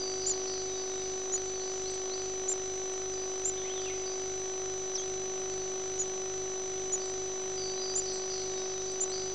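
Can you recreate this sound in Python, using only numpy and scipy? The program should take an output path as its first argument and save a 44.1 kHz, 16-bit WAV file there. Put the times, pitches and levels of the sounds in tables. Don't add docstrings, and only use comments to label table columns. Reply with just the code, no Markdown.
import sys
import numpy as np
from scipy import signal
from scipy.fft import rfft, irfft, next_fast_len
from scipy.io import wavfile
from scipy.ndimage import uniform_filter1d

SR = 44100
rng = np.random.default_rng(int(sys.argv[2]) if len(sys.argv) > 2 else 0)


def store_pcm(level_fs):
    pcm = np.round(np.clip(level_fs, -1, 1) * 32767).astype(np.int16)
    wavfile.write(sys.argv[1], SR, np.atleast_2d(pcm).T)


def ratio(d):
    e = np.asarray(d, float) / 20
    return 10 ** e


N = 411894
T = np.arange(N) / SR
SAMPLE_HZ = 16000


def shaped(x, points):
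    size = next_fast_len(N)
    hz, db = np.transpose(points)
    bins_hz = np.arange(size // 2 + 1) * SR / size
    return irfft(rfft(x, size) * ratio(np.interp(bins_hz, hz, db)), size)[:N]


def resonance(x, hz, width_hz):
    r = np.exp(-np.pi * width_hz / SR)
    zeros = [(1 - r * r) / 2, 0, (r * r - 1) / 2]
    poles = [1, -2 * r * np.cos(2 * np.pi * hz / SR), r * r]
    return signal.lfilter(zeros, poles, x + 1e-18)


def wander(draws):
    return np.interp(T, np.linspace(0, T[-1], len(draws)), draws)


def add(out, start_s, hz, level, fade_s):
    t = np.arange(len(hz)) / SR
    ends = np.clip(np.minimum(t, t[-1] - t) / fade_s, 0, 1)
    tone = np.sqrt(2) * level * ends * np.sin(2 * np.pi * np.cumsum(hz) / SR)
    at = round(start_s * SR)
    out[at:at + len(hz)] += tone[:N - at]


def camera():
    line_hz, field_hz, supply_hz = 15623.809, 49.9962, 9998.019
    blank_from_ms, blank_to_ms = 17.55, 19.15
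    # multiple, rms level in dB before brightness.
    line_tone = [(1, -37.5), (2, -51), (3, -59), (4, -64), (5, -68), (6, -70), (7, -82), (8, -69.5)]
    # time in ms, level in dB, sideways shift in rad.
    picture = [(0.35, 2.4, -0.12), (1.0, 1.5, -0.052), (2.5, -2, 0.045), (4.5, -1.83, 0.003),
               (5.5, -0.37, 0.023), (7.0, -0.3, 0.1), (8.5, -1.07, 0.059), (10.0, -1.5, 0.041),
               (10.5, 0, -0.073), (13.5, 1, -0.032), (15, -1.5, -0.27), (16.5, -0.3, 0.052),
               (17.5, 2.5, -0.00043)]
    # time in seconds, place down the field in ms.
    head = [(0.0, 3.5), (1.4, 2.96), (4.2, 3.67), (5.0, 4.74), (7.2, 4.5), (7.7, 5)]
    # height in dB at blanking start, at blanking end,
    # before the line phase scales it.
    edge_db = [
        [-33.5, -25.5],
        [-45.5, -38.5],
    ]
    # time in ms, height.
    sync = [(17.62, -0.034), (17.86, 0.0083), (19.0, -0.0011)]

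    ms = T * field_hz % 1 * 1000 / field_hz
    blank = uniform_filter1d(1. * ((ms > blank_from_ms) & (ms < blank_to_ms)), size=4)

    down_ms, still_db, shift_rad = np.transpose(picture)
    head_ms = np.interp(T, *np.transpose(head))
    head_db = 3.0 * np.exp(-((ms - head_ms) / 1.37) ** 2)
    glare_db = 3.5 * np.exp(-((ms - 12.3) / 1.3) ** 2) * np.clip(1 - T / 1.5, 0, 1)
    bright_db = np.interp(ms, down_ms, still_db, period=20) + head_db + glare_db
    aside_rad = np.interp(ms, down_ms, shift_rad, period=20)

    turn = 2 * np.pi * (SAMPLE_HZ - line_hz) * T
    line = sum(ratio(db) * np.cos(k * (turn + aside_rad) - 1.15 + 1.5 * np.log(k)) for k, db in line_tone)
    waver_db = 0.47 * wander(rng.standard_normal(100))
    blank_line_db, blank_supply_db = -21, -8
    line *= np.sqrt(2) * ratio(bright_db + waver_db) * (1 - blank * (1 - ratio(blank_line_db)))

    wobble_rad, wobble_top_ms = 0.42, 7.6
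    wobble = wobble_rad * np.cos(2 * np.pi * field_hz * (ms - wobble_top_ms) / 1000)
    swing = 2 * np.pi * supply_hz * T - wobble
    clock = 2 * np.pi * SAMPLE_HZ * T
    supply = ratio(-37.5) * np.cos(clock - swing)
    supply += ratio(-55) * np.cos(2 * swing - clock)
    sag_db = -3 * ((ms + 1) % 20) / 20
    slow_blank = uniform_filter1d(np.maximum(0, blank + np.roll(blank, -12) - 1), size=15)
    supply *= np.sqrt(2) * ratio(sag_db) * (1 - slow_blank * (1 - ratio(blank_supply_db)))

    field = np.arange(int(T[-1] * field_hz))
    ticks = np.zeros(N)
    edges_ms = (blank_from_ms - .08, blank_to_ms + .05)
    for edge_ms, sign, db in zip(edges_ms, (-1, 1), np.transpose(edge_db)):
        at = ((field / field_hz + edge_ms / 1000) * SR).astype(int)
        ticks[at] = sign * ratio(db[field % 2]) * np.sin(turn[at] - 1.15)
    for kick_ms, height in sync:
        at = ((field / field_hz + kick_ms / 1000) * SR).astype(int)
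        ticks[at] += height
    ticks = np.convolve(ticks, np.hanning(7), "same")

    blank_step, offset = .002, -.0051
    return line + supply + ticks + blank_step * blank + offset


def hiss():
    # frequency in Hz, relative level in dB.
    hiss_spectrum = [(30, -8), (100, -5), (300, -1.5), (600, -2.5), (1000, -5), (2500, -5.5), (3800, -2),
                     (4800, -4.5), (5600, -1), (6500, -1.5), (7100, -6), (8000, -8)]
    rms_db = -49
    noise = shaped(rng.standard_normal(N), hiss_spectrum + [(SAMPLE_HZ / 2 + 1, -120)])
    return ratio(rms_db) * noise / np.std(noise)


def song(calls):
    # start in seconds, kind of note, length in seconds, level in dB before flutter and echo.
    song_notes = [(0, "whistle", .11, -42.5), (.12, "high", .17, -45.5), (0.205, "trill", 0.15, -44),
                  (.41, "high", 0.094, -43.5), (0.466, "trill", .15, -45), (.682, "low", 0.092, -51.5),
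                  (.75, "buzz", 0.15, -52), (.9, "low", .14, -53.5), (.998, "trill", .14, -52.5),
                  (1.16, "seep", 0.12, -60), (1.325, "rise", 0.058, -55), (1.44, "seep", 0.097, -56),
                  (1.47, "short", .036, -52), (1.54, "short", 0.054, -54), (1.583, "rise", 0.055, -53),
                  (1.679, "upper", 0.22, -59), (1.7, "seep", .087, -54), (1.835, "rise", 0.06, -51.5),
                  (1.63, "buzz", .1, -53), (1.88, "buzz", 0.13, -54), (2.092, "rise", 0.062, -50),
                  (2.143, "buzz", .12, -54), (2.22, "seep", .04, -55), (3.125, "upper_whistle", .12, -53),
                  (3.6, "far", .08, -53), (3.78, "far", .13, -58), (3.8, "buzz", 0.056, -55),
                  (3.95, "upper_whistle", .07, -56), (4.057, "buzz", .045, -45.5),
                  (4.108, "upper_whistle", .05, -50), (5.5, "short", 0.16, -59),
                  (6.996, "buzz", 0.078, -52), (7.13, "upper_whistle", 0.092, -58),
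                  (7.566, "whistle", 0.16, -45.5), (7.763, "pip", .045, -46),
                  (7.809, "upper_whistle", 0.13, -42), (8.002, "high", 0.1, -43.5),
                  (8.05, "trill", 0.14, -45), (8.24, "high", 0.094, -44), (8.299, "trill", .14, -44),
                  (8.5, "low", 0.14, -55), (8.561, "buzz", .18, -53), (8.567, "upper", .12, -51),
                  (8.75, "low", 0.072, -53), (8.8, "upper", .06, -51), (8.84, "buzz", 0.14, -53.5),
                  (9.094, "rise", 0.046, -49), (9.118, "buzz", 0.073, -45), (9.13, "held", .17, -51.5)]
    # from Hz, to Hz, nominal buzz width in Hz, power of the glide,
    # level change along the note in dB.
    note_kinds = dict(whistle=(5050, 4590, 110, .25, -3), upper_whistle=(5000, 4740, 130, .25, -5),
                  high=(5800, 5850, 76, 1.1, -5), trill=(4820, 4450, 400, 1.2, -6),
                  low=(3830, 3750, 86, 1.5, -5), buzz=(4750, 4700, 300, 1.1, -6),
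                  upper=(5350, 5400, 160, 1.1, -5), rise=(4000, 5050, 70, 2.6, 5),
                  seep=(7100, 7080, 96, 1.1, -5), short=(4500, 4500, 50, 1.1, -5),
                  pip=(4050, 4030, 51, 1.1, -5), far=(3350, 3300, 281, 1.1, -5),
                  held=(4880, 4830, 90, 1.1, -6))
    edge_s, direct_db, t60_s = 0.0091, -1, 0.95

    buzz_per_s = 130 * wander(rng.uniform(.2, 1.7, 900))
    depth = wander(rng.uniform(.25, 1.7, 700))
    buzz = depth * np.sin(2 * np.pi * np.cumsum(buzz_per_s) / SR)
    dry_song = np.zeros(N)
    for start_s, kind, length_s, db in song_notes:
        from_hz, to_hz, width_hz, power, fade_db = note_kinds[kind]
        part = buzz[round(start_s * SR):round((start_s + length_s) * SR)]
        along = np.linspace(0, 1, len(part))
        hz = from_hz + (to_hz - from_hz) * along ** power + width_hz * part
        add(dry_song, start_s, hz, ratio(db + fade_db * along), edge_s)

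    flutter_db = 4.3 * wander(rng.uniform(-0.58, 1, 1200))
    tail = rng.standard_normal(SR) * ratio(-60 * T[:SR] / t60_s)
    tail /= np.sqrt(np.sum(tail ** 2))
    echoed = dry_song + ratio(-3) * shaped(calls, [(5000, 1.5), (7000, -15.5)])
    echoes = signal.fftconvolve(echoed, tail)[:N]
    heard = ratio(direct_db) * ratio(flutter_db) * dry_song + echoes
    entrance_hz, entrance_width_hz, entrance_db = 4720, 500, -6
    return heard + ratio(entrance_db) * resonance(heard, entrance_hz, entrance_width_hz)


def nestling():
    # start in seconds, rise in seconds, fall in seconds, top in Hz, end in Hz.
    peeps = [(0.26, 0.022, 0.044, 7280, 6420), (1.318, 0.029, 0.022, 6950, 6520),
             (2.479, 0.028, 0.025, 7380, 6900), (3.445, 0.028, 0.027, 7360, 7000),
             (5.986, 0.017, 0.031, 6926, 6420), (6.919, 0.018, 0.025, 6990, 6450),
             (7.95, 0.022, 0.03, 7230, 7030), (9.002, 0.022, 0.02, 7230, 6900)]
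    start_hz, arch_power = 6200, 2.3
    box_hz, box_width_hz, direct_db = 7000, 320, -12
    out = np.zeros(N)
    for start_s, rise_s, fall_s, top_hz, end_hz in peeps:
        db = -29.7 + 4 * (top_hz / 1000 - 7)
        t = np.arange(round((rise_s + fall_s) * SR)) / SR - rise_s
        drop_hz = np.where(t < 0, top_hz - start_hz, top_hz - end_hz)
        from_top = np.abs(t / np.where(t < 0, rise_s, fall_s))
        add(out, start_s, top_hz - drop_hz * from_top ** arch_power, ratio(db), .004)
    return resonance(out, box_hz, box_width_hz) + ratio(direct_db) * out


def whistles():
    # start in seconds, length in seconds, top the rise aims at in Hz, starting level in dB before flutter.
    squeaks = [(1.9, .02, 8640, -50), (1.937, 0.023, 8600, -47), (2.926, 0.017, 8600, -48),
               (7.051, .065, 8960, -50.5), (8.128, 0.067, 8700, -49.5), (9.094, 0.031, 8800, -52),
               (8.912, .012, 9000, -48)]
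    # start in seconds, length in seconds, from Hz, to Hz, level in dB before flutter.
    glides = [(2.955, .025, 6750, 6900, -55), (3.562, .018, 2260, 3900, -50),
              (3.58, 0.023, 3740, 3100, -48), (3.644, 0.086, 1940, 3620, -50),
              (3.723, .035, 4050, 3950, -53), (3.757, .045, 3750, 3200, -47),
              (3.82, 0.036, 3470, 3600, -53), (3.842, 0.083, 2980, 1990, -50.5),
              (4.94, 0.028, 4600, 5600, -51)]
    start_hz, rise_s, sag_hz_per_s, fade_db_per_s = 6900, 0.011, 16000, 89
    flutter_db = 6.4 * wander(rng.uniform(-1.2, 1, 1200))
    wobble_hz = 70 * wander(rng.standard_normal(2500))
    out = np.zeros(N)
    for at_s, length_s, top_hz, db in squeaks:
        t = T[:round(length_s * SR)]
        rise_hz = top_hz - (top_hz - start_hz) * np.exp(-t / rise_s)
        sag_hz = sag_hz_per_s * np.maximum(0, t - length_s / 2)
        add(out, at_s, rise_hz - sag_hz, ratio(db - fade_db_per_s * t), .006)
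    for at_s, length_s, from_hz, to_hz, db in glides:
        part_hz = wobble_hz[round(at_s * SR):round((at_s + length_s) * SR)]
        add(out, at_s, np.linspace(from_hz, to_hz, len(part_hz)) + part_hz, ratio(db), .005)
    return out * ratio(flutter_db)


def sharp_call():
    # time in seconds, pitch in Hz, rms level in dB.
    call_voices = [
        [(4.946, 6140, -39), (4.957, 5820, -28.5), (4.968, 5030, -39), (4.978, 3720, -52), (4.988, 3330, -41),
         (5.002, 3200, -50), (5.018, 3400, -53), (5.03, 3350, -50), (5.04, 3500, -53)],
        [(4.978, 6170, -44), (4.985, 6280, -36), (5.002, 6400, -39), (5.014, 6380, -42), (5.02, 6300, -48),
         (5.042, 6320, -50)],
    ]
    out = np.zeros(N)
    for rows in call_voices:
        at_s, hz, db = np.transpose(rows)
        t = np.arange(at_s[0], at_s[-1], 1 / SR)
        add(out, at_s[0], np.interp(t, at_s, hz), ratio(np.interp(t, at_s, db)), .003)
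    return out


def scene():
    calls = whistles()
    birds = nestling() + sharp_call() + calls + song(calls)
    return (birds + camera() + hiss())[None]


def band_limit(x):
    return signal.sosfilt(signal.butter(12, 9430, fs=SR, output="sos"), x)


def record(dry):
    # frequency in Hz, gain in dB.
    smoothing = [(6500, -1), (7500, 0), (8000, -4), (8500, -15.5), (9000, -36), (9400, -60.5), (9600, -95)]
    mirrored = dry[0] * (1 + 2 * np.cos(2 * np.pi * SAMPLE_HZ * T))
    mix = shaped(mirrored, smoothing)[None]
    return band_limit(mix)


dry = scene()
out = record(dry)
store_pcm(out)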